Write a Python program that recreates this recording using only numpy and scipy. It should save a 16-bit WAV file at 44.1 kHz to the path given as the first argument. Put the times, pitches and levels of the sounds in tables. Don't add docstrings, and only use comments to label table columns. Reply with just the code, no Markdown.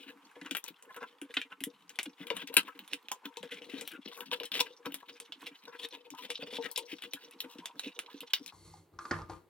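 import sys
import numpy as np
from scipy import signal
from scipy.fft import rfft, irfft
from scipy.io import wavfile
from scipy.ndimage import map_coordinates

SR = 44100
rng = np.random.default_rng(int(sys.argv[2]) if len(sys.argv) > 2 else 0)


def dump(signal):
    limited = np.clip(np.atleast_2d(signal).T, -1, 1)
    pcm = np.round(limited * 32767).astype(np.int16)
    wavfile.write(sys.argv[1], SR, pcm)


N = 418509
FAST = 3
SLOW_FROM_S = 8.52

# (time [s], level of the ring's peak [dB], tick level above the ring [dB])
TOOTH_CLICKS = [(0.413, -39, -10), (0.448, -47, -3), (0.4609, -41.5, -3), (0.5097, -23.5, -5),
                (0.5492, -23, -12), (0.568, -26, 0.5), (0.64, -42, 12.5), (0.6618, -41, -8),
                (0.6808, -38, 3.5), (0.824, -50, 8), (0.944, -41.5, -7), (0.9632, -41, 2),
                (1.215, -37, 3.5), (1.34, -33, -6), (1.3676, -16, -41), (1.415, -26, -14), (1.605, -37, -1),
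                (1.6374, -25, 3), (1.893, -41, 4), (1.957, -44.5, 0), (1.9879, -20.5, -6), (2.03, -36, 7),
                (2.2686, -34, -8), (2.3018, -21, -17), (2.366, -29, -3), (2.473, -36, -1), (2.54, -27, 2),
                (2.567, -7, -3.5), (2.6713, -40, -36), (2.7905, -33.5, -6), (2.877, -40.5, 0),
                (2.9323, -19.5, -8.5), (3.0845, -29.5, -13), (3.1158, -28, 7), (3.255, -31.5, -9),
                (3.3695, -30.5, -7), (3.429, -34, -10), (3.5105, -39, -15), (3.619, -39, -35),
                (3.8097, -30.5, -1), (3.8754, -30.5, 1), (4.0751, -35.5, -26), (4.1155, -40, -23),
                (4.2058, -29, -5), (4.3139, -23, -34), (4.3996, -25, -18), (4.433, -30, -10),
                (4.4537, -40.5, 6), (4.5172, -24, -10), (4.541, -22.5, -24), (4.593, -22.5, -19),
                (4.6039, -23.5, 1.5), (4.668, -41, -28), (4.857, -32, -3.5), (4.921, -37, -3),
                (4.942, -29.5, 3.5), (5.094, -37.5, -25), (5.2, -38.5, 6.5), (5.3216, -29.5, -16),
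                (5.461, -37, -25), (6.103, -40, 3.5), (6.3021, -25.5, -4), (6.3548, -28.5, -24),
                (6.568, -29, -22), (6.6249, -33, -18), (6.7135, -60.5, 30), (6.76, -23, -14),
                (6.7758, -30.5, 6.5), (6.984, -40, -12), (7.021, -33.5, -4), (7.134, -27.5, 0),
                (7.4037, -24, -4), (7.584, -41, -9), (7.6567, -26, -4.5), (7.7942, -23, -7.5),
                (7.9898, -21, -7), (8.205, -36.5, 6.5), (8.334, -15, -2), (8.461, -38, 3.5),
                (8.478, -37.5, -4)]


def clicks():
    s, db, tick_db = np.transpose(TOOTH_CLICKS)
    table = zip(s, db, lid(s, spread_oct=0.057), tick_db)
    tin = body(0.94, damp=0.25, reach_oct=0.51, drift=0.03, vary_db=3.0)
    return blows(table, tin, chatter_db=-26.5, chatter_s=0.012, crack_db=10.5,
                 tick_hz=(5000, 19000), tick_s=0.011, push_s=0.00086, crack_s=0.0017)


# (time of the top [s], rms level of each edge's slips at the top [dB], brightest pitch [Hz], swell [s], fade [s])
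BLADE_CRUNCHES = [(0.021, -54.5, 2720, 0.061, 0.062), (0.101, -52, 2160, 0.043, 0.016),
                  (0.358, -57.5, 2000, 0.0066, 0.021), (0.456, -47, 2100, 0.0091, 0.034),
                  (0.683, -44.5, 2920, 0.0089, 0.011), (0.911, -52.5, 1530, .025, 0.015),
                  (0.97, -46, 1560, 0.02, 0.019), (1.032, -43, 1810, 0.025, 0.025),
                  (1.078, -58, 2950, 0.025, 0.031), (1.31, -56, 2270, 0.022, 0.011),
                  (1.419, -52, 2530, 0.11, 0.0035), (1.522, -49, 1860, 0.018, 0.018),
                  (1.903, -51.5, 2500, 0.0059, 0.017), (2.061, -44, 2650, 0.0082, 0.0082),
                  (2.234, -52, 2580, 0.061, 0.013), (2.426, -47.5, 2330, 0.072, 0.019),
                  (2.68, -47, 1580, 0.0028, 0.024), (2.935, -47.5, 3020, 0.033, 0.024),
                  (3.26, -47.5, 2140, 0.019, 0.0069), (3.431, -51, 2140, 0.0071, 0.045),
                  (3.519, -41, 2770, 0.013, 0.038), (3.583, -48, 2550, 0.041, 0.013),
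                  (3.749, -52, 2770, 0.069, 0.13), (3.914, -52.5, 2410, 0.01, 0.049),
                  (4.122, -46, 1160, 0.011, 0.0056), (4.334, -32.5, 2700, 0.022, 0.017),
                  (4.46, -45.5, 3940, 0.025, 0.0084), (4.549, -36.5, 3000, 0.017, 0.051),
                  (4.605, -25.5, 3800, 0.0058, 0.013), (4.666, -47, 2400, 0.0069, 0.013),
                  (4.862, -40, 1580, 0.016, 0.015), (5.028, -51.5, 880, 0.0083, 0.017),
                  (5.096, -49.5, 2600, 0.021, 0.016), (5.43, -50, 1320, 0.0086, 0.0063),
                  (5.473, -44.5, 3370, 0.016, 0.026), (5.678, -52.5, 1430, 0.014, 0.033),
                  (5.748, -49, 1940, 0.031, 0.021), (5.655, -56, 3370, 0.0035, 0.009),
                  (5.795, -48, 3660, 0.012, 0.025), (5.85, -41, 2840, 0.043, 0.015),
                  (5.94, -47.5, 2720, 0.021, 0.024), (6.192, -50.5, 3200, 0.027, 0.013),
                  (6.25, -47.5, 2940, 0.049, 0.021), (6.301, -55.5, 3310, 0.024, 0.047),
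                  (6.426, -44.5, 2520, 0.024, 0.015), (6.468, -51.5, 3300, 0.0089, 0.024),
                  (6.565, -42.5, 3500, 0.074, 0.018), (6.658, -40, 2440, 0.038, 0.016),
                  (6.779, -39.5, 3130, 0.022, 0.032), (6.933, -44.5, 2980, 0.057, 0.015),
                  (7.039, -43, 2970, 0.0055, 0.025), (7.25, -59, 3030, 0.16, 0.037),
                  (7.447, -47.5, 2020, 0.014, 0.0061), (7.849, -45, 2960, 0.034, 0.057),
                  (8.115, -54.5, 2610, 0.012, 0.018), (8.231, -52, 1550, 0.0073, 0.01)]
RASP_DB, RASP_DB_PER_OCT = -13.5, 10
SHAKE_DB, SHAKE_HZ = -10.5, 437


def tears():
    bright = [(*row, RASP_DB + RASP_DB_PER_OCT * np.log2(row[2] / 2500)) for row in BLADE_CRUNCHES]
    shakes = [(s, db + SHAKE_DB, SHAKE_HZ, swell, fade, -40) for s, db, hz, swell, fade in BLADE_CRUNCHES]
    tin = body(0.94, damp=0.32, reach_oct=0.54, drift=0.025, vary_db=5.0)
    return (crunches(bright, tin, rasp_hz=4900, per_s=2400, spread_db=2.0)
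            + crunches(shakes, can_base(), rasp_hz=5000, per_s=900, spread_db=1.0))


# (time [s], level of the ring's peak [dB], brightest pitch [Hz])
CAN_THUMPS = [(0.06, -48, 275), (0.362, -47, 481), (0.416, -41.5, 285), (0.454, -44, 292),
              (0.513, -36, 276), (0.703, -47.5, 290), (0.964, -43, 523), (1.016, -43.5, 495),
              (1.217, -36.5, 313), (1.297, -47.5, 475), (1.368, -37, 306), (1.608, -40.5, 279),
              (1.667, -33, 380), (2.06, -38, 262), (2.203, -37, 230), (2.303, -29, 550), (2.498, -48, 285),
              (2.566, -20, 1520), (2.569, -30, 276), (2.923, -42, 283), (3.114, -36, 880),
              (3.253, -39, 312), (3.369, -38, 537), (3.431, -37.5, 426), (3.735, -33.5, 267),
              (3.815, -41.5, 500), (4.057, -38.5, 266), (4.314, -36, 1020), (4.406, -38, 526),
              (4.558, -45.5, 275), (4.603, -31.5, 870), (4.862, -34.5, 303), (5.678, -43.5, 550),
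              (6.135, -44, 980), (6.181, -43, 880), (6.247, -44.5, 404), (6.293, -40.5, 515),
              (6.39, -42, 405), (6.423, -35.5, 447), (6.525, -39, 440), (6.583, -30.5, 491),
              (6.639, -45, 260), (6.775, -36, 526), (6.927, -33, 300), (7.139, -43.5, 280),
              (7.442, -43, 280), (7.587, -38, 230), (7.861, -34, 250), (8.141, -38.5, 304),
              (8.228, -44, 536)]


def thumps():
    table = [(s, db, hz, -50) for s, db, hz in CAN_THUMPS]
    return blows(table, can_base(), chatter_db=-25.0, chatter_s=0.012, crack_db=-13.0,
                 tick_hz=(5000, 19000), tick_s=0.0037, push_s=0.0018, crack_s=0.0058)


def grinding():
    rim = body(0.9, damp=0.42, reach_oct=0.52, drift=0.045, vary_db=5.5)

    def lid_pitch(s):
        return lid(s, spread_oct=0.4)

    def can_pitch(s):
        return 380 * 2 ** (0.62 * rng.standard_normal(len(s)))

    scrapes = scattered(count=220, lift_db=1.5, pitch=lid_pitch, size_s=0.012, spread_db=2.0, rasp_db=-14.5)
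    bumps = scattered(count=110, lift_db=5.0, pitch=can_pitch, size_s=0.018, spread_db=1.5, rasp_db=-34.0)
    small = scattered(count=90, lift_db=11.5, pitch=lid_pitch, size_s=1, spread_db=2.5, rasp_db=-7.5)
    ticks = [(s, db, hz, tick_db) for s, db, hz, swell, fade, tick_db in small]
    return (blows(ticks, rim, chatter_db=-26, chatter_s=0.004, crack_db=2.0,
                  tick_hz=(4500, 19000), tick_s=0.0036, push_s=0.00035, crack_s=0.003)
            + crunches(scrapes, rim, rasp_hz=4950, per_s=1800, spread_db=2.5)
            + crunches(bumps, can_base(), rasp_hz=5000, per_s=800, spread_db=1.5))


# (time [s], level [dB])
BLADE_PRESSURE = [(0.0, -67), (1.26, -69), (2.01, -72.5), (2.44, -51), (3.06, -70.5), (3.72, -55.5),
                  (4.15, -57), (4.46, -57), (4.82, -64), (6.05, -63.5), (6.43, -54.5), (6.9, -64),
                  (8.28, -59.5), (8.52, -61)]


def scattered(count, lift_db, pitch, size_s, spread_db, rasp_db):
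    s = (np.arange(count) + rng.random(count)) * SLOW_FROM_S / count
    u, w = rng.standard_normal((2, count))
    db = np.interp(s, *np.transpose(BLADE_PRESSURE)) + lift_db + spread_db * u
    swell = size_s * undb(4.25 * w)
    fade = 2 * size_s * undb(3.2 * w)
    return zip(s, db, pitch(s), swell, fade, rasp_db + 5 * w)


# (time [s], level of the ring's peak [dB], brightest pitch [Hz])
SLOW_KNOCKS = [(8.522, -49.5, 930), (8.738, -44.5, 816), (8.988, -31.5, 1284), (9.052, -34, 1193),
               (9.11, -22.5, 1390), (9.111, -30, 367), (9.187, -39.5, 970), (9.217, -39, 1270),
               (9.297, -34.5, 860)]


def knocks():
    table = [(*row, -12) for row in SLOW_KNOCKS]
    tin = body(FAST, damp=0.14, reach_oct=0.2, drift=0.005, vary_db=2.5)
    return blows(table, tin, chatter_db=-32.5, chatter_s=0.03, crack_db=7.0,
                 tick_hz=(4100, 6500), tick_s=0.0067, push_s=0.001, crack_s=0.0071)


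def sliding():
    force = grit(N, 1500, 0.85)
    boom = rubbed(band(force, 120, 350), 150, 600, damp=0.32)
    rattle = rubbed(force, 600, 4500, damp=0.75)
    return (shoves(column=2, fall_db_per_s=187) * boom
            + shoves(column=3, fall_db_per_s=223) * rattle
            + shoves(column=4, fall_db_per_s=197.5) * stone_hiss())


# (start time [s], time held [s], boom level [dB], rattle level [dB], hiss level [dB])
CAN_SHOVES = [(8.521, 0.14, -62.5, -73, -66), (8.64, 0.14, -61, -67, -66.5),
              (8.919, 0.048, -58, -70, -84.5), (8.99, 0.16, -87, -61, -63), (9.11, 0.1, -45, -49.5, -74),
              (9.287, 0.02, -51.5, -46, -61.5)]
SHOVE_ATTACK_S = 0.022


def shoves(column, fall_db_per_s):
    t = np.arange(N) / SR
    gain = np.zeros(N)
    for row in CAN_SHOVES:
        start, held = row[:2]
        attack = np.clip((t - start) / SHOVE_ATTACK_S, 0, 1)
        gain += attack * undb(row[column] - fall_db_per_s * np.maximum(t - start - held, 0))
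    return gain


# (frequency [Hz], width of each of two equal filters [Hz], relative level [dB])
STONE_BANDS = [(2100, 210, -2), (4470, 550, 2), (8200, 11000, 10.5)]


def stone_hiss():
    noise = rng.standard_normal(N)
    return unit(sum(undb(db) * unit(band(band(noise, hz, width), hz, width))
                    for hz, width, db in STONE_BANDS))


# (frequency [Hz], relative level [dB], time to fall 60 dB before damping [s])
TIN_MODES = [(183, -4, 0.18), (283.2, 1, 0.12), (477.5, -3, 0.18), (720, -26.5, 0.013), (930.3, 1.5, 0.2),
             (1007, 8, 0.099), (1266, -6.5, 0.29), (1392, 2, 0.054), (1553, -4, 0.11), (1915, -2.5, 0.041),
             (2304, -4.5, 0.076), (2403, -6, 0.015), (2642, -0.5, 0.04), (2873, -0.5, 0.041),
             (3180, 0.5, 0.035), (3275, -0.5, 0.024), (3620, 1.5, 0.035), (4160, -4.5, 0.033),
             (4770, -1, 0.021), (5110, -2, 0.061), (5370, -4.5, 0.0066)]
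MODE_HZ, RING_DB, RING_S = np.transpose(TIN_MODES)


def body(slow, damp, reach_oct, drift, vary_db):
    n = np.arange(int(0.05 * slow * SR))
    decay_per_s = np.log(1000) / (damp * RING_S * slow)
    rings = np.exp(np.outer(2j * np.pi * MODE_HZ / slow - decay_per_s, n / SR)).imag

    def ring(hz):
        octaves_off = np.log2(MODE_HZ / slow / hz)
        vary = vary_db * rng.standard_normal(len(MODE_HZ))
        share = RING_DB - 6 * (octaves_off / reach_oct) ** 2 + vary
        sides = rng.choice([-1, 1], len(MODE_HZ))
        stretch = 1 + drift * rng.standard_normal()
        return np.interp(n * stretch, n, sides * undb(share) @ rings)
    return ring


def can_base():
    return body(1, damp=0.57, reach_oct=0.47, drift=0.012, vary_db=2.0)


def rubbed(force, lo_hz, hi_hz, damp):
    return unit(sum(undb(db) * unit(band(force, hz / FAST, 0.68 / (t60 * damp * FAST)))
                    for hz, db, t60 in TIN_MODES if lo_hz < hz < hi_hz))


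LID_HZ, LID_HZ_PER_S, LID_TOP_HZ = 2400, 180, 3360


def lid(s, spread_oct):
    pitch = np.minimum(LID_HZ + LID_HZ_PER_S * s, LID_TOP_HZ)
    return pitch * 2 ** (spread_oct * rng.standard_normal(len(s)))


def blows(table, ring, chatter_db, chatter_s, crack_db, tick_hz, tick_s, push_s, crack_s):
    out = np.zeros(2 * N)
    edge = signal.butter(2, tick_hz, "band", fs=SR, output="sos")
    for s, db, hz, tick_db in table:
        modes = ring(hz)
        t = np.arange(len(modes)) / SR
        contact = undb(chatter_db) * rng.standard_normal(len(t)) ** 3 * np.exp(-t / chatter_s)
        contact[0] = 1
        push = 1 - np.exp(-(t / push_s) ** 2)
        touch = push * (1 + undb(crack_db) * np.exp(-(t / crack_s) ** 2))
        rung = touch * signal.fftconvolve(contact, modes)[:len(t)]
        snap = signal.sosfilt(edge, rng.standard_normal(len(t)) * np.exp(-t / tick_s))
        colour_hz = rng.uniform(tick_hz[0], 0.81 * tick_hz[1])
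        tick = touch * (0.31 * snap + band(snap, colour_hz, 0.51 * tick_hz[0]))
        k = int(s * SR)
        out[k:k + len(t)] += undb(db) * (rung / abs(rung).max() + undb(tick_db) * tick / abs(tick).max())
    return out[:N]


CATCH_DB, CATCHES_PER_S = 4.5, 160.8


def crunches(table, ring, rasp_hz, per_s, spread_db):
    before, after = 2800, 3200
    out = np.zeros(2 * N)
    t = np.arange(-before, after) / SR
    for s, db, hz, swell, fade, rasp_db in table:
        shape = undb(db - 18.3 * (t / np.where(t < 0, swell, fade)) ** 2)
        rung = 0
        for edge_of_blade in range(2):
            lumps = np.interp((t - t[0]) * CATCHES_PER_S, np.arange(len(t)), rng.standard_normal(len(t)))
            slips = unit(undb(CATCH_DB * lumps) * grit(len(t), per_s, spread_db))
            modes = ring(hz)[:after]
            modes = modes / np.sqrt(2 * np.sum(modes ** 2))
            rung = rung + signal.fftconvolve(shape * slips, modes)[:len(t)]
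        rasp = unit(treble(slips + rng.standard_normal(len(t)), rasp_hz))
        k = int(s * SR)
        out[k:k + len(t)] += rung + undb(rasp_db) * shape * rasp
    return out[before:before + N]


def grit(count, per_s, spread_db):
    hit = rng.random(count) < per_s / SR
    size = rng.standard_normal(count) * undb(spread_db * rng.exponential(size=count))
    return unit(1e-9 + hit * size)


def ports(x, slow, lead_s=0.00005, sway_s=0.00002):
    x = treble(treble(x, 55 * FAST / slow), 50 * FAST / slow)
    late = map_coordinates(x, [np.arange(N) - slow * SR * (lead_s + sway_s * walk(9))], order=2)
    sway = undb(1.36 * walk(4.8))
    bass = undb(-8) * band(x, 600 / slow, 2400 / slow)
    top = 0.51 * band(x, 10000 / slow, 6000 / slow)
    return np.array([sway * (x + bass + top), late / sway]) + kitchen(x, slow)


def kitchen(x, slow, room_db=-10, room_t60_s=0.089):
    t = np.arange(int(0.28 * slow * SR)) / SR
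    tail = treble(rng.standard_normal((2, len(t))) * 1000 ** (-t / room_t60_s / slow), 700 / slow)
    tail = unit(signal.lfilter([1], [1, -0.3], tail)) / np.sqrt(len(t))
    return undb(room_db) * signal.fftconvolve(x[None], tail, axes=1)[:, :N]


# (frequency [Hz], relative level [dB])
HUSH_COLOUR = [(40, -40), (386, -9.5), (485, -5), (578, -20), (933, 2.5), (1750, -10), (2900, -11.5),
               (4560, -21), (13800, -28), (16500, -36.5), (36000, -31.5)]
AIR_DB = -68.5


def air():
    hz, db = np.transpose(HUSH_COLOUR)
    f = np.fft.rfftfreq(N, 1 / SR) + 1
    white = rfft(rng.standard_normal(N) + 0.5 * rng.standard_normal((2, N)))
    fast, slow = (irfft(white * undb(np.interp(np.log(f * k), np.log(hz), db)), N) for k in (1, FAST))
    gain = undb(AIR_DB + 2.0 * walk(3.2)) / np.sqrt(np.mean(fast ** 2))
    return gain * np.where(np.arange(N) < SLOW_FROM_S * SR, fast, undb(5.0) * slow)


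def undb(db):
    return 10 ** (np.asarray(db) / 20)


def unit(x):
    return x / np.sqrt(np.mean(x ** 2))


def band(x, hz, width):
    return signal.lfilter(*signal.iirpeak(hz, hz / width, fs=SR), x)


def treble(x, hz):
    return signal.sosfilt(signal.butter(2, hz, "high", fs=SR, output="sos"), x)


def walk(rate):
    count = int(N * rate / SR) + 2
    return np.interp(np.arange(N) * rate / SR, np.arange(count), rng.standard_normal(count))


def scene():
    opener = clicks() + tears() + thumps() + grinding()
    fast = ports(opener, 1.0) * (np.arange(N) < SLOW_FROM_S * SR)
    slow = ports(knocks() + sliding(), FAST, lead_s=0.000012, sway_s=0)
    slow = signal.sosfilt(signal.butter(6, 12500, fs=SR, output="sos"), slow)
    return fast + slow + air()


def record(dry):
    return signal.sosfilt(signal.ellip(10, 0.2, 80, 16500, fs=SR, output="sos"), dry)


dry = scene()
out = record(dry)
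dump(out)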